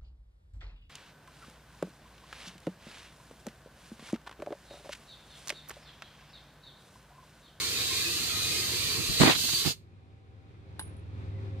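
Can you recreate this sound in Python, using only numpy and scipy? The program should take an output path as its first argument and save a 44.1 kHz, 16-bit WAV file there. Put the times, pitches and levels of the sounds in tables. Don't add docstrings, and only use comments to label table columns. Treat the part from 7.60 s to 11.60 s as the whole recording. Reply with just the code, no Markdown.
import sys
import numpy as np
from scipy import signal
from scipy.fft import rfft, irfft, next_fast_len
from scipy.io import wavfile
from scipy.ndimage import uniform_filter1d, map_coordinates

SR = 44100
rng = np.random.default_rng(int(sys.argv[2]) if len(sys.argv) > 2 else 0)


def generate_wav(sig):
    pcm = np.round(np.clip(np.atleast_2d(sig).T, -1, 1) * 32767).astype(np.int16)
    wavfile.write(sys.argv[1], SR, pcm)


N = 176400
T = np.arange(N) / SR

# time_s, hiss_db, left_minus_right_db, low_rush_db
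JET_LEVELS = [(0, -31, -2, -40), (.14, -30.5, -2, -40), (.8, -30, -2, -41), (1.3, -30.5, -2.5, -40),
              (1.58, -29.5, -2.5, -41), (1.61, -22.5, 1, -31.5), (1.7, -28.5, -3, -29.5),
              (1.755, -33.5, -4.5, -41.5), (1.77, -30.5, -4.5, -46.5), (1.92, -28, -5, -45),
              (1.96, -27.5, -2.5, -45), (2.0, -27.5, -4.5, -44.5), (2.04, -31, -2.5, -43),
              (2.07, -28.5, -4, -39), (2.115, -33.5, -2.5, -46.5)]
# frequency_hz, density_db_per_hz
HISS_SPECTRUM = [(1530, -36), (2600, -6), (2800, -7.5), (3480, -4), (3770, -1), (4410, 0.5), (5470, -9),
                 (6590, -6.5), (7150, -9), (8810, -10), (11500, -18.5), (12900, -13.5), (13600, -13.5),
                 (14600, -21), (15400, -17)]
# frequency_hz, density_db_per_hz
RUSH_SPECTRUM = [(88, -41.5), (150, -5.5), (212, -12.5), (344, 0.5), (406, -2.5), (479, -3.5), (533, -14),
                 (622, -11.5), (837, -19), (1100, -6.5), (1190, -5.5), (1510, -10.5), (1770, -5),
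                 (2240, -3), (2550, 0.5), (3320, -26.5), (5610, -120)]
# frequency_hz, correlation
JET_ALIKE = [(300, 1), (1400, 1), (2500, 1), (4000, 0.39), (8000, 0.069), (11000, .1)]
# time_s, gain_db
TREBLE_GAIN = [(0, -0.5), (1.55, 0.5), (1.62, -2.5), (1.72, 3), (1.8, 1.5), (1.95, .5), (2.03, 1.5),
               (2.115, 0.5)]
# time_s, shift_db
RUSH_LEFT = [(1.75, 0), (1.78, 6.5), (2.1, 3.5)]
# middle_s, length_s (between points 3.4 dB down),
# pitch_hz, width_hz, level_db
WHISTLES = [(.07, 0.083, 4200, 60, -55), (.19, 0.062, 3720, 60, -37.5), (.36, 0.19, 3820, 50, -42),
            (.37, 0.1, 2420, 30, -42), (.47, .04, 2524, 28, -37.5), (.6, 0.09, 2500, 20, -54),
            (.45, 0.25, 4500, 50, -55), (.76, 0.1, 2458, 12, -42.5), (.92, 0.12, 2474, 24, -41.5),
            (.82, 0.21, 3940, 23, -38.5), (1.1, 0.15, 4450, 40, -41), (1.33, 0.091, 4520, 21, -38.5),
            (1.965, 0.043, 4584, 100, -31), (2.085, 0.067, 4876, 420, -37)]
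EDGE_HZ = 2580
JET_LAG_S = 9e-5
SHUT_S, SHUT_T60_S = 2.119, 0.099
YARD_DB, YARD_T60_S = -12, 0.22
ECHOES, ECHO_SPAN_S, ECHO_DB = 6, .018, -13

# time_s, level_db
ROAD_LEVELS = [(0, -48), (1.55, -42.5), (1.8, -46.5), (2.2, -58), (2.5, -57), (2.8, -56), (3.2, -49),
               (3.6, -47), (4, -44.5)]
# frequency_hz, density_db_per_hz
ROAD_SPECTRUM = [(25, -25.5), (60, -14), (110, -6.5), (150, -16), (232, -20.5), (372, -21.5), (540, -28.5),
                 (700, -32.5), (1000, -32), (1900, -38), (2450, -36.5), (2900, -44), (3700, -41),
                 (5700, -54), (10000, -63.5), (15400, -81)]
# frequency_hz, correlation
ROAD_ALIKE = [(60, 0.3), (400, 0.74), (1000, .6), (3000, 0.15), (8000, 0.27)]
# time_s, fourth_order_db, fifth_order_db, other_orders_db
ENGINE_LEVELS = [(0, -54, -65, -59.5), (1.5, -52.5, -60, -55), (1.8, -64, -64, -55), (2.2, -62, -60.5, -63),
                 (2.6, -62, -57, -77.5), (3, -55, -56.5, -62), (3.25, -49, -50.5, -60.5),
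                 (3.5, -46.5, -45, -60.5), (3.7, -45, -39.5, -54.5), (3.85, -48, -37.5, -58.5),
                 (4, -46, -36.5, -54.5)]
# order, level_db
ENGINE_ORDERS = [(3, -3), (6, -10), (7, -5.5), (8, -3.5), (9, -5.5)]
# time_s, low_orders_db, order_16_db
MOTOR_LEVELS = [(0, -64, -71.5), (2.2, -78.5, -92.5), (2.6, -81, -80), (3, -72.5, -80.5), (3.3, -72, -85),
                (3.7, -64.5, -77.5), (4, -57, -75.5)]
# order, level_db
MOTOR_ORDERS = [(16, 3.5), (5, -0.5), (6, 1.5), (7, -5.5), (8, -0.5), (11, -5.5)]
# middle_s, length_s (between points 3.4 dB down), pitch_hz, width_hz, level_db
SQUEAKS = [(3.74, .08, 2070, 120, -70), (3.79, 0.055, 1990, 79, -67)]
ROAD_LAG_S = -3.5e-4
ENGINE_CYCLE_HZ, MOTOR_HZ = 20.0, 48.44

# frequency_hz, density_db_per_hz
AIR_SPECTRUM = [(1000, -31), (2000, -7.5), (2450, 1), (3000, -3.5), (5000, -11), (9000, -19),
                (15500, -32.5)]
AIR_LEVEL_DB = -80.5

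# start_s, hold_s, left_db, right_db, tilt_db_per_octave
BLASTS = [(1.384, 0.027, -41.5, -31, -13), (1.488, 0.041, -29.5, -48, -13), (1.598, 0.02, -41, -15.5, -4.5),
          (1.612, 0.043, -18.5, -16.5, -1.7), (1.657, 0.047, -20, -19, 0), (1.703, 0.018, -27.5, -22, 5.5),
          (1.721, 0.036, -33, -29.5, 5.5), (1.748, 0.004, -33, -24, 7.5),
          (1.754, 0.022, -39.5, -38.5, -8.5), (1.783, 0.022, -33.5, -53, 7),
          (1.836, 0.022, -38.5, -43, -3.5), (1.88, 0.014, -34, -44.5, 2.5), (1.929, 0.0077, -35, -33, 3.5),
          (2.053, 0.031, -63, -27, -4), (2.05, 0.0035, -52, -26.5, 3), (2.093, 0.025, -60, -41.5, -2)]
# frequency_hz, density_db_per_hz
PORT_SPECTRUM = [(25, -34.5), (60, -22), (110, -9.5), (286, -3), (543, -12.5), (712, -9.5), (1650, -14.5),
                 (2900, -16), (3800, -13), (5500, -29.5), (9000, -39.5), (12000, -62)]
BLAST_RISE_S, BLAST_T60_S = 0.003, 0.057

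# start_s, pitch_hz, left_db, right_db
THUMPS = [(1.602, 130, -24.5, -9.5), (1.615, 253, -16, -13.5), (1.635, 218, -13.5, -13.5),
          (1.674, 260, -18, -17), (1.695, 245, -19, -20), (1.905, 129.6, -29.5, -41.5),
          (1.934, 140.7, -23.5, -35.5), (2.059, 150, -43, -13.5), (2.071, 231, -45, -17),
          (2.094, 130, -47, -24.5)]
THUMP_CYCLES = 3.5

# start_s, level_db, thud_db (relative), thud_tilt_db_per_octave
CLINKS = [(3.1936, -36, -2, 1), (3.212, -56, 8.5, -3.5), (3.224, -51, -16, 0), (3.277, -60, -25, -2),
          (3.366, -66.5, -16, -2), (3.394, -71, -20, 5)]
# frequency_hz, level_db, t60_s
STEEL_MODES = [(8742, -16, .035), (9913, -3, .26), (9960, -10, .22), (10570, -14, .04), (12730, -18, .025)]
# frequency_hz, level_db, t60_s
THUD_MODES = [(290, -1, 0.038), (490, -6, 0.022), (880, 3, 0.04), (1000, 2, 0.032), (1600, 7, 0.018),
              (1790, 3, 0.018), (3020, -1, .015), (3900, 0, .035), (4800, -5, 0.025)]
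# frequency_hz, density_db_per_hz
SCATTER_SPECTRUM = [(300, -29), (1000, -4), (4000, 1.5), (7000, -17.5), (10000, 12), (13000, -17),
                    (15500, -13)]
CLINK_LAG = 6

LOW_CUT_HZ, TOP_HZ = 36, 15547


def amp(db):
    return 10 ** (np.asarray(db) / 20)


def unit(x):
    return x / np.sqrt(np.mean(x ** 2) + 1e-20)


def along(points, hz):
    f, v = np.transpose(points)
    return np.interp(np.log(hz + 1), np.log(f + 1), v)


def curves(rows):
    s, *columns = np.transpose(rows)
    return [np.interp(T, s, column) for column in columns]


def wobble(rate):
    knots = rng.standard_normal(int(N * rate / SR) + 4)
    return map_coordinates(knots, [T * rate])


def filtered(x, response):
    m = next_fast_len(x.shape[-1] + 8192)
    hz = np.fft.rfftfreq(m, 1 / SR)
    return irfft(rfft(x, m) * response(hz), m)[..., :x.shape[-1]]


def balance(left_minus_right_db):
    return amp(np.outer([.5, -.5], left_minus_right_db))


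def patchy_noise(spectrum, alike, patchy_db, lag_s=0):
    z = signal.stft(rng.standard_normal((2, N)), nperseg=1024)[2]
    field = uniform_filter1d(rng.standard_normal(z.shape[1:]), size=2, axis=0)
    field = uniform_filter1d(field, size=10, axis=1)
    pair = signal.istft(z * amp(patchy_db * unit(field)), nperseg=1024)[1][:, :N]

    def mid_side(hz):
        turn = np.arccos(np.clip(along(alike, hz), -1, 1)) / 2
        return amp(along(spectrum, hz)) * [np.cos(turn), np.sin(turn)]

    mid, side = filtered(pair, mid_side)
    ports = np.array([mid + side, mid - side])
    return unit(filtered(ports, lambda hz: np.exp(np.outer([-1j, 1j], np.pi * hz * lag_s))))


def early_echoes(x):
    lag_s = rng.uniform(.002, ECHO_SPAN_S, (2, ECHOES, 1))
    sign = rng.choice([-1, 1], (2, ECHOES, 1))

    def comb(hz):
        copies = (sign * np.exp(-2j * np.pi * hz * lag_s)).sum(axis=1)
        return (1 + amp(ECHO_DB) * copies) / np.sqrt(1 + ECHOES * amp(2 * ECHO_DB))

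    return filtered(x, comb)


def valve():
    after = np.maximum(T - SHUT_S, 0)
    return np.maximum(amp(-60 * after / SHUT_T60_S), amp(YARD_DB - 60 * after / YARD_T60_S))


def jet():
    hiss_db, pan_db, low_db = curves(JET_LEVELS)
    treble_db, = curves(TREBLE_GAIN)
    left_db, = curves(RUSH_LEFT)

    hiss = patchy_noise(HISS_SPECTRUM, JET_ALIKE, patchy_db=1.8, lag_s=JET_LAG_S)
    hiss = filtered(hiss, lambda hz: hz >= EDGE_HZ)
    treble = filtered(hiss, lambda hz: hz > 9500)
    hiss = hiss + (amp(treble_db) - 1) * treble

    low = patchy_noise(RUSH_SPECTRUM, JET_ALIKE, patchy_db=3.5, lag_s=JET_LAG_S)
    low = filtered(low, lambda hz: hz < EDGE_HZ) * balance(left_db)

    hiss = amp(hiss_db + 0.72 * wobble(13.27)) * hiss
    low = amp(low_db + 0.37 * wobble(13)) * low
    air = early_echoes(hiss + low) + whistles(WHISTLES)
    return air * valve() * balance(pan_db)


def whistles(rows):
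    out = np.zeros((2, N))
    for middle_s, length_s, pitch_hz, width_hz, db in rows:
        shared, left, right = rng.standard_normal((3, N))
        ports = np.array([shared + 1.4 * left, shared + 0.61 * right])
        band = unit(filtered(ports, lambda hz: np.exp(-((hz - pitch_hz) / width_hz) ** 2)))
        swell = np.cos(np.pi * np.clip((T - middle_s) / length_s / 1.9, -.5, .5))
        out += amp(db) * swell * band
    return out


def road():
    level_db, = curves(ROAD_LEVELS)
    noise = patchy_noise(ROAD_SPECTRUM, ROAD_ALIKE, patchy_db=-0.5, lag_s=ROAD_LAG_S)
    return amp(level_db) * amp(0.94 * wobble(13)) * noise


def orders(rate_hz, rows, unsteady_db):
    turns = 2 * np.pi * np.cumsum(rate_hz * (1 + .005 * wobble(9))) / SR
    tones = []
    for order, db in rows:
        level = np.sqrt(2) * amp(db + unsteady_db * wobble(14))
        tones.append(level * np.sin(round(order) * turns + rng.uniform(0, 2 * np.pi)))
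    return tones


def engine():
    fourth_db, fifth_db, rest_db = curves(ENGINE_LEVELS)
    rows = [(4, 0.019), (5, 0.002)] + ENGINE_ORDERS
    fourth, fifth, *rest = orders(ENGINE_CYCLE_HZ, rows, unsteady_db=-0.34)
    drone = amp(fourth_db) * fourth + amp(fifth_db) * fifth + amp(rest_db) * sum(rest)
    return drone * amp([[-.2], [.2]])


def motor():
    low_db, high_db = curves(MOTOR_LEVELS)
    high, *low = orders(MOTOR_HZ, MOTOR_ORDERS, unsteady_db=4)
    return amp(low_db) * sum(low) + amp(high_db) * high


def far_air():
    return amp(AIR_LEVEL_DB) * patchy_noise(AIR_SPECTRUM, ROAD_ALIKE, patchy_db=1.2)


def blasts():
    out, n = np.zeros((2, N)), SR // 4
    t = T[:n]
    for start_s, hold_s, left_db, right_db, tilt_db in BLASTS:
        knots = rng.standard_normal((2, 64))
        lumps = amp(3.6 * map_coordinates(knots, [[[0] * n, [1] * n], [t * 170] * 2]))

        def tilted(hz):
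            return amp(along(PORT_SPECTRUM, hz) + tilt_db * np.log2((hz + 20) / 250))

        noise = unit(filtered(rng.standard_normal((2, n)), tilted)) * lumps
        shape = np.minimum(t / BLAST_RISE_S, 1) * amp(-60 * np.maximum(t - hold_s, 0) / BLAST_T60_S)
        burst = shape * noise
        burst *= np.linalg.norm(shape) / np.linalg.norm(burst, axis=1, keepdims=True)
        start = round(start_s * SR)
        out[:, start:start + n] += amp([[left_db], [right_db]]) * burst
    return out


def thumps():
    out, t = np.zeros((2, N)), T[:SR // 8]
    for start_s, pitch_hz, left_db, right_db in THUMPS:
        rise = np.minimum(t * pitch_hz * 2, 1)
        decay = amp(-30 * t * pitch_hz / THUMP_CYCLES)
        swing = np.sin(2 * np.pi * pitch_hz * t) * rise * decay * rng.choice([-1, 1])
        out[:, round(start_s * SR):][:, :len(t)] += amp([[left_db], [right_db]]) * swing
    return out


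def ring(modes, t, tilt_db=0):
    total = np.zeros(len(t))
    for hz, level_db, t60_s in modes:
        struck_db = level_db + tilt_db * np.log2(hz / 900) + rng.normal(0, 1.2)
        total += amp(struck_db - 60 * t / t60_s) * np.sin(2 * np.pi * hz * t)
    return total


def clink():
    out, t = np.zeros((2, N)), T[:SR // 2]
    for start_s, db, thud_db, tilt_db in CLINKS:
        noise = rng.standard_normal((3, len(t)))
        noise = unit(filtered(noise, lambda hz: amp(along(SCATTER_SPECTRUM, hz))))
        crack = amp(12.0 - 60 * t / 0.01) * noise[0]
        scatter = amp(-0.5 - 60 * t / 0.078) * noise[1:]
        thud = amp(thud_db) * ring(THUD_MODES, t, tilt_db)
        contact = ring(STEEL_MODES, t) + thud + crack + scatter
        rise = np.minimum(t / 0.0013, 1)
        out[:, round(start_s * SR):][:, :len(t)] += amp(db) * rise * contact
    return np.array([out[0], np.roll(out[1], CLINK_LAG)]) * amp([[-.6], [.6]])


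def scene():
    traffic = road() + engine() + motor() + whistles(SQUEAKS)
    return jet() + traffic + far_air() + blasts() + thumps() + clink()


def record(dry):
    def response(hz):
        top = np.clip((TOP_HZ - hz) / 80, 0, 1) ** 2
        return top / (1 + (LOW_CUT_HZ / (hz + 1)) ** 3)

    return filtered(dry, response)


dry = scene()
out = record(dry)
generate_wav(out)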